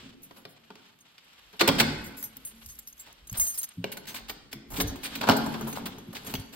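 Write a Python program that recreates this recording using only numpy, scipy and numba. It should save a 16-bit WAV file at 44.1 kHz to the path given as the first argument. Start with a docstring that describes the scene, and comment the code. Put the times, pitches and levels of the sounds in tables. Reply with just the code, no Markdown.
"""First a hand rustles on a wooden front door and keys clink faintly; then the door is pulled shut on its
latch, the bunch swings and jangles, and a key slides into the lock and throws the bolt. Each blow rings
the metal lock, the panels and the door leaf; brass keys tick and ring until fingers damp them; seal and
knuckles bump softly. A hard stairwell answers, and a phone close by hears it all through two ports."""
import sys
import numpy as np
from scipy import signal
from scipy.fft import rfft, irfft, next_fast_len
from scipy.io import wavfile
from numba import njit

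SR = 44100
rng = np.random.default_rng(int(sys.argv[2]) if len(sys.argv) > 2 else 0)


def transcribe(u):
    """Save the signal u as a 16-bit wav file named by the first command-line argument.

    u: samples, shape (n,) or (channels, n), limited to [-1, 1]; the rate is SR.
    q: integer samples, one column per channel.
    """
    v = np.clip(np.atleast_2d(u).T, -1, 1)
    q = np.round(v * 32767).astype(np.int16)
    wavfile.write(sys.argv[1], SR, q)


N = 289031

# Fader rides for skin and sleeve rubbing, the leaf murmuring under the hand, the phone's low sway and
# the swinging keys. Each row: time in seconds, relative level in dB.
RUB_RIDE = [(0.0, -52), (0.148, -66.5), (0.388, -66), (0.532, -72), (0.86, -62), (0.98, -73.5),
            (1.18, -65.5), (1.338, -61.5), (2.45, -63), (2.92, -69.5), (3.06, -59.5), (3.35, -71.5),
            (3.5, -64), (3.66, -69), (3.9, -64.5), (4.36, -81), (4.95, -68), (5.11, -51), (5.75, -54),
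            (5.954, -63), (6.176, -63.5), (6.306, -52), (6.55, -72)]
MURMUR_RIDE = [(0.0, -44.5), (0.3, -57), (1.2, -79), (1.62, -76), (1.77, -28), (1.9, -32), (2.24, -51),
               (2.75, -65.5), (3.19, -70), (3.4, -52.5), (3.5, -70), (3.72, -72), (3.84, -50), (4.5, -56),
               (4.92, -37), (5.06, -46), (5.22, -34.5), (5.6, -38.5), (5.85, -38), (6.2, -47), (6.31, -39),
               (6.42, -62), (6.55, -55)]
SWAY_RIDE = [(0.0, -76), (1.2, -84), (1.62, -50), (1.9, -39), (2.24, -65), (2.53, -56), (2.7, -49),
             (2.85, -62), (3.2, -57), (3.42, -42.5), (3.7, -76), (4.23, -48.5), (4.55, -51.5), (4.65, -67),
             (4.73, -31), (4.92, -31), (5.06, -53), (5.35, -59), (6.2, -71), (6.35, -53), (6.55, -61)]
SWING_RIDE = [(0.0, -85), (0.36, -61), (0.56, -72.5), (1.48, -68.5), (1.8, -51), (1.9, -61), (2.53, -59.5),
              (2.7, -47), (2.83, -57.5), (3.34, -74.5), (3.44, -56), (3.7, -63), (4.65, -93), (4.72, -42),
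              (4.9, -79), (5.05, -49), (5.22, -59), (5.31, -46), (5.75, -53.5), (5.95, -65), (6.2, -61),
              (6.31, -45.5), (6.55, -67)]
# Soft bumps of door seal, palm and knuckles.
# Each row: start in seconds, relative level in dB, pitch in Hz, t60 in seconds.
BUMPS = [(0.054, -35, 168.5, 0.12), (1.607, -18, 339, 0.3), (1.68, -15, 274, 0.2),
         (1.802, -6.5, 225.7, 0.089), (1.83, -24, 152.2, 0.4), (2.65, -38, 74.3, 0.2),
         (3.32, -11, 114, 0.056), (3.386, -21, 46.6, 0.099), (3.773, -19, 173.2, 0.15),
         (4.135, -47.5, 224, 0.15), (4.546, -30, 214, 0.18), (4.72, -30, 116, 0.17),
         (4.778, -17, 281.4, 0.21), (4.829, -19, 100, 0.19), (4.829, -25, 295.3, 0.21),
         (5.3, -19.5, 417.4, 0.24), (5.627, -20, 221, 0.16), (6.078, -21.5, 177, 0.088),
         (6.334, -19, 131, 0.097), (6.384, -14, 100, 0.073)]
# Keys meeting on the ring.
# Each row: start in seconds, relative level in dB, contact spread in ms, t60 of finger damping in ms.
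KEY_CLINKS = [(0.219, -57, 2.3, 60), (0.228, -45, 6.4, 190), (0.365, -54, 12, 100), (0.485, -55.5, 15, 130),
              (1.003, -55.5, 5.8, 55), (2.037, -45.5, 7, 120), (2.054, -42.5, 12, 80), (2.165, -39, 18, 95),
              (2.2, -45, 7.2, 170), (2.226, -30, 1.7, 34), (2.237, -32.5, 2.6, 220),
              (2.368, -34.5, 0.78, 27), (2.45, -35.5, 0.8, 270), (2.471, -41.5, 3.4, 210),
              (2.659, -41.5, 2.1, 29), (2.683, -41, 14, 53), (2.787, -36, 4.1, 28), (2.872, -39, 2, 190),
              (2.925, -45, 3, 20), (2.977, -50, 2.3, 68), (2.99, -39.5, 12.4, 46), (3.127, -48.5, 0.99, 14),
              (3.27, -44.5, 4, 60), (3.296, -37.5, 1.5, 25), (3.309, -44, 4.7, 55), (3.327, -30, 1.8, 8.3),
              (3.35, -45, 5.8, 40), (3.369, -27, 8.1, 160), (3.397, -20.5, 1.07, 800),
              (3.406, -25.5, 5.7, 930), (3.465, -30, 3.8, 1200), (3.49, -39, 10, 540),
              (3.537, -35, 10, 150), (3.573, -28.5, 9.3, 180), (3.594, -40, 2.6, 84), (3.612, -35, 4.7, 34),
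              (3.631, -28, 0.54, 67), (3.634, -29, 5.8, 28), (3.687, -44, 2.4, 19), (3.916, -38, 4.5, 52),
              (4.733, -38.5, 6, 86), (4.807, -24, 5.5, 58), (4.869, -36, 7, 130), (5.168, -44, 3.4, 47),
              (5.67, -38.5, 16, 270), (6.255, -48, 7.8, 84), (6.35, -52, 7.2, 95)]
# Blows and drags on latch, lock and handle.
# Each row: start in seconds, relative metal, wood and treble levels in dB, contact spread in ms.
DOOR_BLOWS = [(0.308, -51, -48.5, -71, 2.8), (0.359, -54, -56, -57, 10.5), (0.452, -36, -42.5, -79, 0.93),
              (0.703, -46, -46.5, -78, 1.6), (0.754, -47, -55.5, -70, 2.3), (0.988, -57, -79, -51, 1.2),
              (1.178, -47, -77, -64, 4.1), (1.329, -53, -83, -65.5, 3.7), (1.528, -50, -53.5, -83, 8.1),
              (1.592, -24.5, -46, -54, 8.1), (1.606, -14, -23.5, -27, 5.9),
              (1.675, -16.5, -19, -16.5, 3.85), (1.686, -19, -24, -47, 4), (1.781, -23.5, -31.5, -31, 12),
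              (1.796, -12.5, -24, -18.5, 6.5), (3.058, -52, -57, -57, 11.4), (3.334, -41, -51, -51, 16),
              (3.841, -27.5, -32.5, -47, 1.53), (3.919, -36.5, -65, -37.5, 4.7),
              (3.969, -38.5, -47.5, -38.5, 3.9), (4.053, -47, -58, -55, 2.7), (4.067, -38, -50.5, -38, 18),
              (4.142, -38, -46, -36, 4), (4.15, -36, -51.5, -41, 13), (4.282, -41, -50.5, -43, 9.3),
              (4.294, -29.5, -44, -35, 3.9), (4.512, -48, -64, -49, 9.3), (4.528, -33, -46.5, -37.5, 2.4),
              (4.701, -54, -49, -44, 5.8), (4.719, -50, -44.5, -45, 2.8), (4.733, -43.5, -44, -53, 11),
              (4.755, -35, -42.5, -34.5, 16), (4.799, -38, -31.5, -26.5, 2), (4.8, -23, -33.5, -45, 5),
              (4.956, -47, -47, -47.5, 2.7), (5.03, -34.5, -48, -34.5, 9.4),
              (5.046, -30.5, -49, -39.5, 9.8), (5.151, -31, -48.5, -33.5, 4.6), (5.21, -28, -32, -40, 4.2),
              (5.227, -32, -33, -64, 8), (5.269, -30.5, -24.5, -58, 7.3), (5.287, -18.5, -19.5, -24.5, 1.9),
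              (5.291, -23.5, -19, -45, 4.2), (5.296, -14.5, -21, -47, 0.96),
              (5.306, -23.5, -26.5, -57, 7.7), (5.364, -45, -33.5, -28.5, 4), (5.46, -42, -31.5, -42, 3.7),
              (5.538, -36, -39, -59, 6.7), (5.608, -58, -38.5, -38, 2.8), (5.668, -74, -38.5, -41.5, 6.3),
              (5.727, -38.5, -46, -36.5, 1.5), (5.75, -40, -44, -44, 13.4), (5.855, -34, -42, -35.5, 7.1),
              (5.983, -64, -46.5, -49, 0.84), (6.127, -46.5, -49.5, -46, 3.8),
              (6.144, -37, -48, -44.5, 14.3), (6.245, -60, -50.5, -47, 3), (6.262, -44, -47, -38, 9.1),
              (6.292, -44, -51, -43, 10), (6.338, -29, -35, -31.5, 1.8), (6.35, -28, -59, -39.5, 2.7),
              (6.396, -47, -69, -41, 1.7), (6.523, -46.5, -52, -46, 13)]
# Resonances of the door leaf, the key blades, the lock case and the door panels.
# Each row: pitch in Hz, relative level in dB, free-ringing t60 in seconds.
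LEAF_MODES = [(51, -44, 0.067), (112.9, -13.5, 0.31), (149, -6.5, 0.26), (190.6, -7, 0.18),
              (226.6, -1, 0.46), (242, 3, 0.061), (270.8, 2.5, 0.19), (310.6, -10.5, 0.29),
              (348.4, -4.5, 0.14), (410.6, -2.5, 0.048)]
BLADE_MODES = [(2150, -22, .06), (4050, -22, .12), (5110, -18, .15), (5320, -22, .12), (6195, -5, .3),
               (6512, -4, .4), (7100, -18, .15), (7610, -9, .3), (8845, -3, .35), (9160, -10, .2),
               (10200, -14, .15), (10890, -3, .4), (11020, -11, .2), (11605, -10, .2), (11650, -5, .3),
               (11680, -8, .2), (11990, -9, .12), (12300, -10, .08), (12520, -7, .06), (12850, -9, .12),
               (13160, -11, .1), (13622, -3, .25), (13990, -11, .12), (14330, -5, .25), (14355, -2, .25),
               (14950, -9, .2), (15220, -8, .2), (15325, -3, .25), (15700, -8, .15)]
CASE_MODES = [(1500, -5, .04), (1900, -8, .03), (2230, -6, .03), (2400, -5, .035), (2790, -6, .03),
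              (2940, -6, .03), (3285, -4, .035), (3600, -7, .03), (4030, -6, .03), (4200, -8, .03),
              (4620, -8, .025), (5180, -10, .025)]
WOOD_PANEL_MODES = [(428, -4, .09), (549, -6, .07), (650, -7, .06), (730, -7, .05), (884, -4, .06),
                    (930, -5, .05), (1033, -6, .04), (1180, -7, .04), (1380, -6, .04)]
# Tone curves for room air, skin rub, key tick, metal crack, wooden knock and a blow's bright sheen.
# Each row: frequency in Hz, relative gain in dB.
AIR_EQ = [(20, -27), (40, -5), (145, 10.5), (500, 0.5), (960, -4), (2840, -9.5), (6000, -23), (9500, -30),
          (13000, -15), (16000, -36)]
RUB_EQ = [(180, -31.5), (300, -21), (412, -10), (885, -6), (1190, -4), (2000, -5.5), (3030, -1),
          (9710, -20), (16000, -29)]
TICK_EQ = [(2500, -17), (6000, -3.5), (9000, -5), (11500, 8), (12600, -3.5), (13800, 4.5), (15500, -20.5)]
CRACK_EQ = [(700, -61), (1500, -5), (2500, -0.5), (4500, -4), (7000, -13), (14000, -20)]
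KNOCK_EQ = [(200, -50), (450, -2.5), (900, 1), (1500, -4), (2500, -33)]
SHEEN_EQ = [(4000, -17), (6000, -4), (9000, 1.5), (12500, -2.5), (15500, 4)]
# The stairwell's tail. Each row: band centre in Hz, t60 in seconds, relative level in dB.
STAIRWELL_BANDS = [(61.7, 0.33, -20), (152, 1, -9), (385, 0.87, -14), (787, 1, -16.5), (1630, 0.95, -16),
                   (3800, 0.71, -15), (6100, 0.74, -19.5), (12100, 0.23, -16.5)]
# Stereo width of the ports. Each row: frequency in Hz, share of the left-right difference kept.
PORT_WIDTH = [(40, 0.37), (150, 0.19), (300, 0.63), (700, 0.9), (2500, 0.82), (4500, 1), (5500, 0.59),
              (9000, 0.16), (15000, 0.6)]

KEY_IN_S = 3.8  # from here on the bunch hangs at the lock
TREBLE_HZ, TREBLE_LAG_S, TREBLE_TURN_RAD = 4300, .000227, -1.15  # right port against left
LOW_CUT_HZ, TOP_HZ = 100, 15800


def undb(db):
    return 10 ** (np.asarray(db) / 20)


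def level(x, db):
    """Set the rms."""
    return x * undb(db) / np.sqrt(np.mean(x ** 2))


def fader(ride):
    """A ride's gain at every sample."""
    return undb(np.interp(np.arange(N) / SR, *np.transpose(ride)))


def per_bin(table, size):
    """A frequency curve read at every bin of a transform."""
    hz, value = np.transpose(table)
    return np.interp(np.log(np.fft.rfftfreq(size, 1 / SR) + 1), np.log(hz), value)


def colour(x, eq):
    """Apply a tone curve, keeping the power of white noise."""
    size = next_fast_len(N)
    gain = undb(per_bin(eq, size))
    return irfft(rfft(x, size) * gain / np.sqrt(np.mean(gain ** 2)), size)[..., :N]


def grit(rough_db, rate_hz):
    """Noise broken into tiny uneven impacts, one stream for each port."""
    grain = int(SR / rate_hz)
    strength = np.repeat(undb(rough_db * rng.exponential(size=N // grain + 1)), grain)[:N]
    return level(strength * rng.standard_normal((2, N)), 0)


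def contacts(times, db, spread_ms):
    """Each contact swells for one spread and dies away; overlaps add in power."""
    envelope = np.zeros(N)
    for start, gain, width in zip(times, undb(db), np.clip(spread_ms, .3, 40) * SR / 1000):
        i = int(start * SR)
        age = np.arange(min(int(9 * width), N - i)) / width
        span = slice(i, i + len(age))
        envelope[span] = np.hypot(envelope[span], gain * (age * np.exp(1 - age)) ** 1.4)
    return envelope


def shove(times, db, spread_ms):
    """Noisy force, harder for a short blow, and the number of the latest blow at every sample."""
    width = np.clip(spread_ms, .3, 40) * SR / 1000
    force = contacts(times, db - 10 * np.log10(width), spread_ms) * rng.standard_normal(N)
    latest = np.clip(np.searchsorted(times, np.arange(N) / SR) - 1, 0, None)
    return force, latest


@njit
def ring(force, latest, pole, coupling):
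    """One mode as each port hears it; loss and coupling follow the latest blow."""
    out, left, right = np.empty((2, len(force))), 0j, 0j
    for i in range(len(force)):
        blow = latest[i]
        left = left * pole[blow] + (force[i] + 1e-18) * coupling[blow, 0]
        right = right * pole[blow] + (force[i] + 1e-18) * coupling[blow, 1]
        out[0, i], out[1, i] = left.imag, right.imag
    return out


def strike(force, latest, modes, scatter_db, width, held_t60=9.):
    """Every blow lands elsewhere: it shares its energy anew among the modes and shifts their phases."""
    chance = rng.standard_normal((latest.max() + 1, len(modes), 3))
    share = undb(np.transpose(modes)[1] + scatter_db * chance[:, :, 0])
    share /= np.linalg.norm(share, axis=1, keepdims=True)
    out = 0
    for k, (hz, _, t60) in enumerate(modes):
        loss = np.log(1000) / SR * (1 / t60 + 1 / held_t60) * np.ones(len(chance))
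        coupling = share[:, k, None] * np.exp(1j * width * chance[:, k, 1:])
        out = out + ring(force, latest, np.exp(2j * np.pi * hz / SR - loss), coupling)
    return out


def room_air():
    """A faint, steady bed of dark noise."""
    return level(colour(rng.standard_normal((2, N)), AIR_EQ), -68)


def hand():
    """Skin and cloth rub; the shifting grip keeps the door leaf murmuring and the phone swaying."""
    rub = level(colour(grit(2.2, 55), RUB_EQ), 6) * fader(RUB_RIDE)
    grip = np.arange(N) // int(.1 * SR)
    murmur = strike(grit(1.5, 40)[0], grip, LEAF_MODES, scatter_db=3, width=.8)
    sway = colour(grit(.9, 43), [(15, -23), (35, 3.5), (60, 12), (120, -34.5)])
    return rub + level(murmur, -2.4) * fader(MURMUR_RIDE) + level(sway, -6.5) * fader(SWAY_RIDE)


def soft_bumps():
    """Rubber and flesh give a few low cycles: three partials with a cushioned attack."""
    out, t = np.zeros(N + SR), np.arange(SR // 2) / SR
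    attack = 1 - np.exp(-t / .029)
    for start, db, hz, t60 in BUMPS:
        phase = 2 * np.pi * hz * t
        wave = np.sin(phase) + .5 * np.sin(1.55 * phase) + .61 * np.sin(.622 * phase)
        i = int(start * SR)
        out[i:i + len(t)] += undb(db - 60 * t / t60) * attack * wave
    return out[:N]


def keys():
    """Thin brass blades tick and chatter together and ring until the fingers damp them."""
    times, db, spread_ms, held_ms = np.transpose(KEY_CLINKS)
    held_t60 = np.clip(held_ms, 5, 1200) / 1000
    blades = strike(*shove(times, db, spread_ms), BLADE_MODES, scatter_db=7.3, width=1, held_t60=held_t60)
    tick = colour(contacts(times, db - 4, .7 * spread_ms) * grit(2, 1500), TICK_EQ)
    chatter = colour(contacts(times, db - 15, spread_ms + .07 * held_ms) * grit(2.5, 500), TICK_EQ)
    # the swinging bunch keeps touching lightly, a new pair of blades every 13 ms
    touches = grit(3, 280)
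    pair = np.arange(N) // int(.013 * SR)
    shimmer = strike(touches[0], pair, BLADE_MODES, scatter_db=22, width=.67, held_t60=.087)
    jingle = level(shimmer, -7) + level(colour(touches, TICK_EQ), -2)
    return undb(5) * blades + tick + chatter + jingle * fader(SWING_RIDE)


def lock_and_door():
    """Each blow cracks, rings the lock case, knocks on the panels and thuds in the door leaf."""
    times, metal_db, wood_db, treble_db, spread_ms = np.transpose(DOOR_BLOWS)
    crack = colour(contacts(times, metal_db - 1.5, spread_ms) * grit(2, 1200), CRACK_EQ)
    case = strike(*shove(times, metal_db - 2, spread_ms), CASE_MODES, scatter_db=5, width=.7)
    knock = colour(contacts(times, wood_db + .5, 1.8 * spread_ms) * grit(2.5, 500), KNOCK_EQ)
    panels = strike(*shove(times, wood_db + 1.84, spread_ms), WOOD_PANEL_MODES, scatter_db=1.7, width=.72)
    leaf = strike(*shove(times, wood_db - .5, spread_ms + 3), LEAF_MODES, scatter_db=.8, width=1)
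    sheen = colour(contacts(times, treble_db + 1.5, spread_ms) * grit(2, 1500), SHEEN_EQ)
    # once the key is in, every blow shakes the bunch too
    shake_db = treble_db + np.where(times > KEY_IN_S, 2, -60)
    shaken = strike(*shove(times, shake_db, spread_ms), BLADE_MODES, scatter_db=6, width=1, held_t60=.1)
    low_cut = signal.butter(2, LOW_CUT_HZ, "high", fs=SR, output="sos")  # keeps rumble out of the blows
    return signal.sosfilt(low_cut, shaken + crack + case + knock + panels + leaf + sheen)


def stairwell(send):
    """Hard walls return dense echoes, dying band by band, different at each port."""
    size = int(1.3 * SR)
    t, tail = np.arange(size) / SR, 0
    octave = np.log2(np.fft.rfftfreq(size, 1 / SR) + 1)
    for hz, t60, db in STAIRWELL_BANDS:
        bell = np.exp(-((octave - np.log2(hz)) / .73) ** 2)
        band = irfft(rfft(rng.standard_normal((2, size))) * bell, size)
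        tail = tail + band * undb(db - 60 * t / t60)
    attack = 1 - np.exp(-t / .00067)
    return signal.fftconvolve(send[None], undb(-24) * tail * attack, axes=1)[:, :N]


def scene():
    """Door and keys feed the stairwell; bumps, hand and air stay dry."""
    door, bunch, air = lock_and_door(), keys(), room_air()
    send = door[0] + undb(-14) * bunch[0]  # the body shades the keys
    return door + bunch + stairwell(send) + soft_bumps() + hand() + air


def record(dry):
    """The ports share most bass and the right trails in the treble; peaks round off, the top is cut."""
    size = next_fast_len(N + 64)
    hz = np.fft.rfftfreq(size, 1 / SR)
    left, right = rfft(dry, size)
    mid, side = (left + right) / 2, per_bin(PORT_WIDTH, size) * (left - right) / 2
    trail = TREBLE_TURN_RAD - 2 * np.pi * hz * TREBLE_LAG_S + 2 * np.pi
    trail /= 1 + (TREBLE_HZ / (hz + 1)) ** 12  # treble only
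    ports = irfft(np.array([mid + side, (mid - side) * np.exp(1j * trail)]), size)[:, :N]
    rounded = .9 * np.tanh(ports / .9)
    return signal.sosfilt(signal.ellip(10, .3, 90, TOP_HZ, fs=SR, output="sos"), rounded)


dry = scene()
out = record(dry)
transcribe(out)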